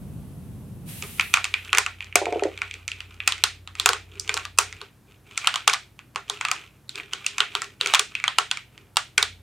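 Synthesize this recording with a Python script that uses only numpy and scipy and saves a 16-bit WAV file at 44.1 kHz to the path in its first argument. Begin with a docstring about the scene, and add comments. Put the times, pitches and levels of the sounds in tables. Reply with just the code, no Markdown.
"""First comes a low rumble over a motor's hum; a hiss joins it, and both rumble and hiss fade away.
From about one second, fingers stir hard candy balls on a wooden table, close by in a small room.
Each clack is a contact that chatters on through the neighbouring balls; in between they roll and rub.
Some settle on the table with a soft thud, and one bounces with hollow knocks.
The hardest clacks overload the recorder."""
import sys
import numpy as np
from scipy import signal
from scipy.fft import rfft, irfft, next_fast_len
from scipy.io import wavfile
from scipy.ndimage import uniform_filter1d

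SR = 44100
rng = np.random.default_rng(int(sys.argv[2]) if len(sys.argv) > 2 else 0)


def wav_out(sig):
    """Save sig, one row per channel (or a flat mono array), as 16-bit PCM at SR to the path in sys.argv[1]."""
    wavfile.write(sys.argv[1], SR, np.round(np.clip(np.atleast_2d(sig).T, -1, 1) * 32767).astype(np.int16))


N = 415422

# Levels in the tables are relative. A "colour" says how strong the low and high frequencies are.
# colours of the room's air, the rumble and the hiss: (frequency [Hz], level [dB])
AIR_COLOUR = [(18, -42.5), (30, -15.5), (131, -6.5), (345, -13), (461, -18), (616, -20.5), (1630, -25),
              (2410, -31), (4650, -34.5), (14800, -35.5), (16000, -49)]
RUMBLE_COLOUR = [(25, -26), (60, -7.5), (110, 2.5), (200, -3.5), (300, -14.5), (550, -24.5), (1000, -32),
                 (3000, -54)]
HISS_COLOUR = [(300, -7), (1500, -7), (2700, 1.5), (5000, -6.5), (7400, -4.5), (8200, -0.5), (11800, 2.5),
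               (12600, -2), (16000, -8)]
# how the rumble and the hiss come and go: (time [s], level [dB])
RUMBLE_FADE = [(0, -37.5), (.5, -39), (.85, -39), (1.1, -43.5), (1.33, -50), (1.42, -63), (2, -82.5)]
HISS_FADE = [(0, -59), (.85, -60.5), (.89, -40.5), (1.3, -44.5), (1.42, -57.5), (1.7, -58), (2.1, -74.5)]
# tones of the hum: (frequency [Hz], level with the motor running [dB], level while it rests [dB])
HUM_TONES = [(57.6, -56.5, -66.5), (89.5, -50, -69.5), (100, -60.5, -64), (125.3, -67.5, -62)]
# how long the room echoes: (frequency [Hz], time to fade by 60 dB [s])
ECHO_FADE = [(300, 0.39), (1000, 0.0977), (2400, 0.3), (5500, 0.2446), (9000, 0.2363), (15000, 0.15)]
# colour of the echo: (frequency [Hz], level [dB])
ECHO_COLOUR = [(200, -9.5), (700, 8), (1300, 7.5), (1900, 3), (2600, -3), (5000, -3), (8800, -1.5),
               (10500, -8.5), (15000, -8)]
# tones the table top rings with: (frequency [Hz], width [Hz], level [dB])
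TABLE_TONES = [(328.5, 47, -4), (404.4, 33, 4.5), (420, 26, -3), (567, 37, -2.5), (710, 20, 10),
               (880, 260, -20.5)]
# a ball bounces on the table: (time [s], level [dB], tilt towards high tones [dB per octave])
TABLE_BOUNCES = [(2.157, -21.5, 6), (2.216, -27, -4), (2.224, -32.5, -2), (2.268, -26.5, 13),
                 (2.285, -31, -17), (2.323, -28, -16), (2.330, -31, 6), (2.358, -24.5, -29),
                 (2.423, -22, -15), (2.453, -21.5, -52), (2.466, -34, -37)]
# a ball slips off its neighbours and settles on the table: (time [s], level [dB])
TABLE_THUDS = [(1.024, -41.5), (1.729, -36.5), (1.773, -35.5), (2.741, -49), (3.432, -39), (3.855, -29.5),
               (3.892, -27.5), (3.932, -42), (4.29, -37), (4.341, -36.5), (4.584, -33), (4.816, -40.5),
               (5.677, -35.5), (6.158, -43), (6.299, -42), (6.981, -52), (7.132, -47), (7.402, -37.5),
               (7.55, -39.5), (7.809, -38.5), (7.857, -34), (7.994, -35), (8.384, -38), (8.967, -48.5),
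               (9.177, -35), (9.226, -37.5)]
# a finger pushes through the pile: (start [s], length [s], rubbing [dB], rolling [dB])
FINGER_STROKES = [(0.986, 0.048, -39, -65), (1.14, .66, -48.5, -59), (1.961, 0.11, -47.5, -68),
                  (2.21, 0.59, -48.5, -64), (2.872, 0.33, -54, -64), (3.2, 0.29, -46, -61.5),
                  (3.74, 0.26, -45, -54.5), (4.077, 0.15, -49, -52), (4.24, 0.17, -38, -49),
                  (4.614, 0.23, -52, -60.5), (5.052, .09, -61, -60.5), (5.236, 0.1, -50.5, -58),
                  (5.332, 0.27, -39, -65.5), (6.24, 0.4, -48, -57.5), (6.705, 0.051, -62, -67.5),
                  (6.933, 0.052, -34, -42), (7.076, 0.51, -46.5, -61.5), (7.514, 0.14, -41.5, -53),
                  (7.789, 0.13, -33.5, -49), (8.057, 0.29, -50.5, -64.5), (8.684, 0.15, -59.5, -61.5)]
# colour of shells rubbing together: (frequency [Hz], level [dB])
RUB_COLOUR = [(300, -25.5), (800, -12), (1300, -4.5), (1800, -10), (2400, -1), (3500, -7), (5000, -17.5),
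              (8000, -18), (11000, -27.5), (16000, -31)]
# tones the touching balls ring with: (frequency [Hz], width [Hz], level [dB])
PILE_TONES = [(1166, 87, 0.5), (1410, 87, 8.5), (2370, 230, 17), (3252, 130, -2), (5060, 620, -13.5),
              (7200, 2100, 4.5)]
# colour of a bare contact, without ringing: (frequency [Hz], level [dB])
CONTACT_COLOUR = [(60, -42), (300, -32.5), (560, -19.5), (720, -9.5), (950, -4), (4000, 10.5), (9000, 3.5),
                  (12000, -7.5), (16000, -20.5)]
# a clack's four bands, named ring, knock, crack and edge: (lower limit [Hz], upper limit [Hz])
CLACK_BANDS = [(1700, 4000), (700, 1700), (4000, 8000), (8000, 15500)]
# how wide a clack sounds in stereo: (frequency [Hz], side against mid [dB])
CLACK_WIDTH = [(500, -29.5), (2500, -23.5), (6000, -9.5), (11000, -5.5)]
# ball hits ball: (time [s], ring [dB], knock against ring [dB], crack against ring [dB], pitch [Hz])
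BALL_HITS = [(1.024, -31.5, -11.5, -3.5, 2600), (1.196, -14, -11.5, -15.5, 2480),
             (1.21, -23, -20, -7.5, 2450), (1.339, -10, -8.5, -7, 2430), (1.371, -22, -0.5, -11.5, 2600),
             (1.443, -22, -14, -3.5, 2450), (1.452, -27.5, -8, -6, 2470), (1.54, -15.5, -17.5, -16, 2400),
             (1.649, -41.5, -26, -6, 2900), (1.693, -34, -38, -30, 2570), (1.7298, -15, -3.5, -10, 2500),
             (1.749, -19.5, -9, -7.5, 2450), (1.773, -21, -4, -5, 2300), (1.783, -14.5, -3, 0, 2430),
             (1.863, -22, -5, -10, 2520), (2.006, -28, -21, -21.5, 2380), (2.025, -35, -19, -18, 2400),
             (2.126, -34, -21, -26, 2340), (2.1557, -12, -6.5, -1, 2420), (2.256, -26.5, -12, -12, 2300),
             (2.3253, -31, -12, -11, 2300), (2.395, -31.5, -10, -16, 2520), (2.436, -30, -7, -3.5, 1990),
             (2.576, -33, -17, -12, 2320), (2.6177, -21.5, -8.5, -15.5, 2410),
             (2.711, -30, -32, -13.5, 2310), (2.74, -33.5, -27, -7.5, 2420), (2.879, -28, -19, -1.5, 2200),
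             (2.8858, -31.5, -16, -17, 2420), (2.917, -26.5, -25, -13, 2400),
             (3.005, -31, -15.5, -11.5, 2700), (3.203, -25, -20, -23.5, 2480),
             (3.276, -13.5, -8.5, -2.5, 2510), (3.322, -20.5, -12, -8, 3100), (3.38, -39, -18, -7, 2150),
             (3.4378, -13, -9.5, -2, 6230), (3.675, -36, -6.5, -8.5, 3420), (3.753, -38, -8, -5.5, 2470),
             (3.798, -20, -12, -2.5, 3470), (3.859, -12.5, 0, -1.5, 2710), (3.89, -19, 2, 0.5, 5450),
             (3.9321, -25, -0.5, -2, 2630), (4.197, -44.5, -12, 19, 6640), (4.2932, -19, -9.5, -10, 2420),
             (4.341, -35, 1.5, 12, 3100), (4.368, -29, 0, -6, 3930), (4.3745, -25.5, -3, -4.5, 2430),
             (4.4522, -31, -5, -5, 4020), (4.586, -14, -0.5, 2, 2580), (4.7264, -35.5, -12.5, -5.5, 2130),
             (4.815, -36.5, -2, -4.5, 4180), (5.311, -47, -10, -8.5, 3140), (5.376, -23, -11, 0, 2460),
             (5.445, -28, -5.5, -13, 2400), (5.472, -13, -5, -6, 3020), (5.541, -24.5, -4, -6.5, 3100),
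             (5.558, -22, -4.5, -5, 3200), (5.6767, -12, -1.5, -2.5, 2920), (5.697, -19.5, -10, -5.5, 2330),
             (5.732, -25.5, -5, -1, 3410), (5.736, -24, 0, 1, 6600), (5.7436, -26.5, -5, -8, 2340),
             (5.9912, -40, -9, -11.5, 2550), (6.159, -27, 1.5, -5.5, 2700), (6.298, -24.5, -5, -1, 3380),
             (6.411, -25, -3.5, -7, 2480), (6.4505, -20, -6, -9, 2700), (6.485, -27.5, -2, -6.5, 2450),
             (6.514, -20.5, -2, -1.5, 2520), (6.8928, -32.5, -20, -2, 3510), (6.956, -33, -14, -3.5, 2470),
             (6.999, -30.5, -18, -25, 2380), (7.134, -24, -10, -5, 3040), (7.264, -19.5, -19.5, -2.5, 2760),
             (7.382, -23, -6.5, -4.5, 2450), (7.404, -12.5, -8, -10.5, 2970),
             (7.551, -20, -5.5, -7.5, 3250), (7.6187, -29.5, -1.5, 1, 1900),
             (7.811, -16.5, -14, -8.5, 3420), (7.86, -21.5, -6, -6.5, 2460), (7.872, -29.5, -16, 3.5, 3350),
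             (7.937, -15.5, -1, -4.5, 2900), (7.947, -13, -9, -5.5, 3000), (7.952, -16, -7.5, -7, 2390),
             (7.994, -18.5, -5, 1.5, 2650), (8.152, -20.5, -22.5, -16, 2470), (8.2, -31.5, -16, -15, 2400),
             (8.24, -18, -9, -12, 2440), (8.279, -16.5, -8, -10, 3200), (8.3847, -14.5, -1.5, -3.5, 2850),
             (8.5127, -18.5, -9.5, -6, 3000), (8.572, -29, -10.5, -7.5, 2270),
             (8.778, -44, -12.5, -8.5, 2380), (8.969, -16.5, -2, -1, 2860),
             (9.179, -12.5, -5.5, -4.5, 2300), (9.227, -16, -8.5, -3, 3590)]


def amp(db):
    """Turns decibels into a gain to multiply by."""
    return 10 ** (np.asarray(db) / 20)


def evened(x):
    """Scales a sound to an average strength (rms) of 1."""
    return x / np.sqrt(np.mean(x ** 2) + 1e-20)


def value_at(points, hz):
    """Looks up a (frequency, value) curve between its points."""
    f, value = np.transpose(points)
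    return np.interp(np.log(hz + 1), np.log(f + 1), value)


def fade(points):
    """Gain over time from a (time, level) curve."""
    times, db = np.transpose(points)
    return amp(np.interp(np.arange(N) / SR, times, db))


def add(mix, start_s, sound):
    """Mixes a sound in at the given time."""
    part = mix[..., round(start_s * SR):][..., :sound.shape[-1]]
    part += sound[..., :part.shape[-1]]


def coloured(x, colour):
    """Filters a sound to give it a colour."""
    size = next_fast_len(x.shape[-1])
    gain = amp(value_at(colour, np.fft.rfftfreq(size, 1 / SR)))
    return irfft(rfft(x, size) * gain, size)[..., :x.shape[-1]]


def resonate(x, hz, width):
    """Rings at one frequency; a narrower width rings longer."""
    return signal.lfilter(*signal.iirpeak(hz, hz / width, SR), x)


def ringing_filter(gain):
    """The spectrum of a filter with this gain that starts at once and only rings afterwards."""
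    cepstrum = irfft(np.log(np.maximum(gain, 1e-5 * gain.max())))
    half = len(cepstrum) // 2
    return np.exp(rfft(cepstrum * np.r_[1, np.full(half - 1, 2), 1, np.zeros(half - 1)]))


def stereo(mid, side):
    """Left and right from what they share (mid) and what sets them apart (side)."""
    return np.array([mid + side, mid - side])


def noise(colour, side_db):
    """Steady stereo noise of the given colour."""
    mid, side = rng.standard_normal((2, N))
    return evened(coloured(stereo(mid, amp(side_db) * side), colour))


def hum(waver_cycles=.06, rest_from_s=4.78, rest_until_s=9.17):
    """Low, slightly wavering tones; the strongest drop away while a motor rests."""
    t = np.arange(N) / SR
    resting = uniform_filter1d(((t > rest_from_s) & (t < rest_until_s)) * 1., 1500)
    out = np.zeros(N)
    for hz, run_db, rest_db in HUM_TONES:
        drift = np.interp(t, np.linspace(0, t[-1], 60), rng.standard_normal(60))
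        gain = amp(run_db + (rest_db - run_db) * resting)
        out += gain * np.sin(2 * np.pi * (hz * t + waver_cycles * drift))
    return np.sqrt(2) * out


def background(air_db=-58):
    """Quiet room air and hum, with a rumble and a hiss that fade as the stirring gets going."""
    air = amp(air_db) * noise(AIR_COLOUR, side_db=-12.5)
    rumble = fade(RUMBLE_FADE) * noise(RUMBLE_COLOUR, side_db=-12)
    hiss = fade(HISS_FADE) * noise(HISS_COLOUR, side_db=-2)
    return air + rumble + hiss + hum()


def echo(side_db=-8, build_s=0.0031):
    """Many small reflections build up quickly, then each frequency dies at its own speed."""
    t = np.arange(SR // 3) / SR
    reflections = rng.choice([-1., 1.], (2, len(t))) * (rng.random((2, len(t))) < .3)
    reflections *= 1 - np.exp(-(t / build_s) ** 2)
    hz, frame_s, spectra = signal.stft(reflections, SR, nperseg=256)
    decay = amp(-60 * frame_s / value_at(ECHO_FADE, hz)[:, None])
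    tail = signal.istft(spectra * decay, SR, nperseg=256)[1][:, :len(t)]
    mid, side = coloured(tail / np.linalg.norm(tail[0]), ECHO_COLOUR)
    return stereo(mid, amp(side_db) * side)


def room(x, echo_db=-7.5, count=5):
    """The reflections change as hands and balls move: a few echoes take turns, 50 ms each."""
    turn = np.arange(N) // (SR // 20) % count
    echoes = (signal.oaconvolve((x * (turn == k))[None], echo(), axes=1)[:, :N] for k in range(count))
    return amp(echo_db) * sum(echoes)


def table_blow(tilt_db, shudder, band_hz, bare_db=-2, contact_s=0.0003, shudder_s=0.017):
    """A short push and a dying shudder pass through the table top and make it ring."""
    t = np.arange(SR // 6) / SR
    push = np.exp(-t / contact_s) * (1 - t / contact_s)
    push += shudder * np.exp(-t / shudder_s) * rng.standard_normal(len(t))
    ring = amp(bare_db + tilt_db) * push
    for hz, width, db in TABLE_TONES:
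        ring += amp(db + tilt_db * np.log2(hz / TABLE_TONES[1][0])) * resonate(push, hz, width)
    ring = signal.sosfilt(signal.butter(3, band_hz, "band", fs=SR, output="sos"), ring)
    return ring / np.std(ring[:SR // 40])  # strength 1 over the first 25 ms


def table_knocks(thud_db=-6):
    """The table knocks under the bouncing ball; under a settling ball only its low tones murmur."""
    out = np.zeros(N)
    for start, db, tilt_db in TABLE_BOUNCES:
        add(out, start, amp(db) * table_blow(tilt_db, shudder=0.28, band_hz=(350, 867)))
    for start, db in TABLE_THUDS:
        add(out, start, amp(db + thud_db) * table_blow(0, shudder=0.8, band_hz=(384, 508)))
    return out


def finger_strokes(rise_s=.035, fall_s=.03):
    """Gains for rubbing and rolling: each stroke gathers speed and holds, then the balls come to rest."""
    out = np.zeros((2, N))
    for start, length, rub_db, roll_db in FINGER_STROKES:
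        t = np.arange(0, length + .3, 1 / SR)
        push = (1 - np.exp(-(t / rise_s) ** 2)) * np.exp(-np.maximum(t - length, 0) / fall_s)
        add(out, start, amp([[rub_db], [roll_db]]) * push)
    return out


def rubbing(gain, trim_db=-3, slips_per_s=700, scatter_db=3, ring_gain=0.82):
    """Tiny slips between the shells come in clumps and ring the pile's strongest tone."""
    sizes = amp(scatter_db * np.minimum(rng.exponential(1, N), 3.5))
    clumps = amp(4 * evened(uniform_filter1d(rng.standard_normal(N), SR // 80)))
    ticks = sizes * (rng.random(N) < slips_per_s / SR)
    slips = clumps * (ticks + .12 * rng.standard_normal(N))
    hz, width, _ = PILE_TONES[2]
    rub = coloured(slips + ring_gain * resonate(slips, hz, width), RUB_COLOUR)
    return amp(trim_db) * gain * evened(rub)


def rolling(gain, trim_db=-3):
    """The table's three lowest tones murmur under the rolling balls."""
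    bumps = rng.standard_normal(N)
    murmur = sum(amp(db) * resonate(resonate(bumps, hz, width), hz, width)
                 for hz, width, db in TABLE_TONES[:3])
    return amp(trim_db) * gain * evened(murmur)


def pile_ring(hz, pitch_hz, bare_db=-6, scatter=0.059, widen=1.19):
    """How strongly the pile answers at each frequency; no two groups of balls ring quite alike."""
    detune = np.exp(scatter * rng.standard_normal(len(PILE_TONES)))
    detune[2] = pitch_hz / PILE_TONES[2][0]  # the strongest tone takes this clack's pitch
    response = amp(bare_db)
    for (tone_hz, width, db), shift in zip(PILE_TONES, detune):
        width_hz = widen * width * shift ** 3  # higher rings die sooner
        response = response + amp(db) / (1 + 1j * (hz ** 2 - (tone_hz * shift) ** 2) / (hz * width_hz))
    return abs(response)


def balance_bands(spectrum, gain, hz, bands_db):
    """Filters a burst by the gain, nudged so each clack band nears its level (rms over 5 ms)."""
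    centres = np.sqrt(np.prod(CLACK_BANDS, axis=1))
    inside = np.array([(hz > low) & (hz < high) for low, high in CLACK_BANDS])
    for _ in range(2):
        power = inside @ abs(spectrum * gain) ** 2 / ((len(hz) - 1) * .005 * SR)
        missing_db = bands_db - 10 * np.log10(power)
        gain = gain * amp(value_at(sorted(zip(centres, missing_db)), hz))
    return spectrum * ringing_filter(gain)


def clack(ring_db, knock_db, crack_db, pitch_hz, full_force_db=-18, rise_s=0.000099, size=1024):
    """A burst of tiny contacts rings the pile. Gives three rows: mid, side and out into the room."""
    t = np.arange(size) / SR
    hz = np.fft.rfftfreq(size, 1 / SR) + 1
    # a harder crack chatters longer and reaches higher
    force = amp((ring_db + crack_db - full_force_db) / 2)
    chatter_s = 0.00084 + 0.0021 * force
    lift_db = 12 * force * np.log2(np.maximum(hz / CLACK_BANDS[3][0], 1))
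    edge_db = crack_db - 11 + 3 * force ** 2
    decay = np.exp(-(t / chatter_s) ** 2) + .12 * np.exp(-t / chatter_s / 2)
    bursts = rng.standard_normal((3, size)) * (1 - np.exp(-t / rise_s)) * decay
    bursts[2] = t == 0  # the room takes the whole burst as one blow
    pile = pile_ring(hz, pitch_hz)
    contact = amp(value_at(CONTACT_COLOUR, hz) + lift_db)
    # the room hears many balls at once, which evens out their tones
    gains = np.array([pile, pile, pile ** 0.48]) * contact
    bands_db = ring_db + np.array([0, knock_db, crack_db, edge_db])
    mid, side, outward = (balance_bands(spectrum, gain, hz, bands_db)
                          for spectrum, gain in zip(rfft(bursts), gains))
    return irfft([mid, side * amp(value_at(CLACK_WIDTH, hz)), outward * amp(-1.5 * force)])


def light_taps(rub_gain, taps_per_s=60, scatter_db=3, light_db=-40, knock_db=-11.5, crack_db=-14):
    """Pushed balls nudge their neighbours at random, as hard as the finger rubs."""
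    pitches = np.geomspace(PILE_TONES[2][0], PILE_TONES[3][0], 40)
    offsets_db = scatter_db * rng.standard_normal((len(pitches), 2))
    taps = [clack(light_db, knock_db + dull, crack_db + bright, hz) / amp(light_db)
            for hz, (dull, bright) in zip(pitches, offsets_db)]
    starts = np.flatnonzero(rng.random(N) < taps_per_s / SR)
    strength = rub_gain * amp(scatter_db * rng.standard_normal(N))
    choice = rng.integers(0, len(taps), N)
    out = np.zeros((3, N))
    for at in starts:
        add(out, at / SR, strength[at] * taps[choice[at]])
    return out


def clacks(gain_db=1, graze_db=-30, graze_chance=.75, rebound_db=-17, rebound_chance=.5):
    """Ball strikes ball. Some graze a neighbour just before; some spring back and touch again."""
    out = np.zeros((3, N))
    dice = rng.random((len(BALL_HITS), 5))
    for (start, *settings), (rebound, delay, loss, graze, lead) in zip(BALL_HITS, dice):
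        hit = clack(*settings)
        add(out, start, hit)
        if graze < graze_chance:
            add(out, start - .002 - .01 * lead, amp(graze_db) * hit)
        if rebound < rebound_chance:
            add(out, start + .005 + .02 * delay, amp(rebound_db - 9 * loss) * hit)
    return amp(gain_db) * out


def scene(right_db=0.5, table_echo=0.4):
    """The pile and table, slightly to the right, with their room and the background."""
    rub_gain, roll_gain = finger_strokes()
    mid, side, outward = clacks() + light_taps(rub_gain)
    stirring = rubbing(rub_gain) + rolling(roll_gain)
    knocks = table_knocks()
    direct = stereo(mid + stirring + knocks, side)
    echoes = room(outward + stirring + table_echo * knocks)
    return (direct + echoes) * amp([[-right_db], [right_db]]) + background()


def record(dry, top_hz=16100):
    """The recorder flattens the loudest peaks and cuts off the highest treble."""
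    flattened = dry / (1 + dry ** 8) ** (1 / 8)
    low_pass = signal.firwin(511, top_hz, window=("kaiser", 9), fs=SR)
    return signal.oaconvolve(flattened, low_pass[None], "same")


dry = scene()
out = record(dry)
wav_out(out)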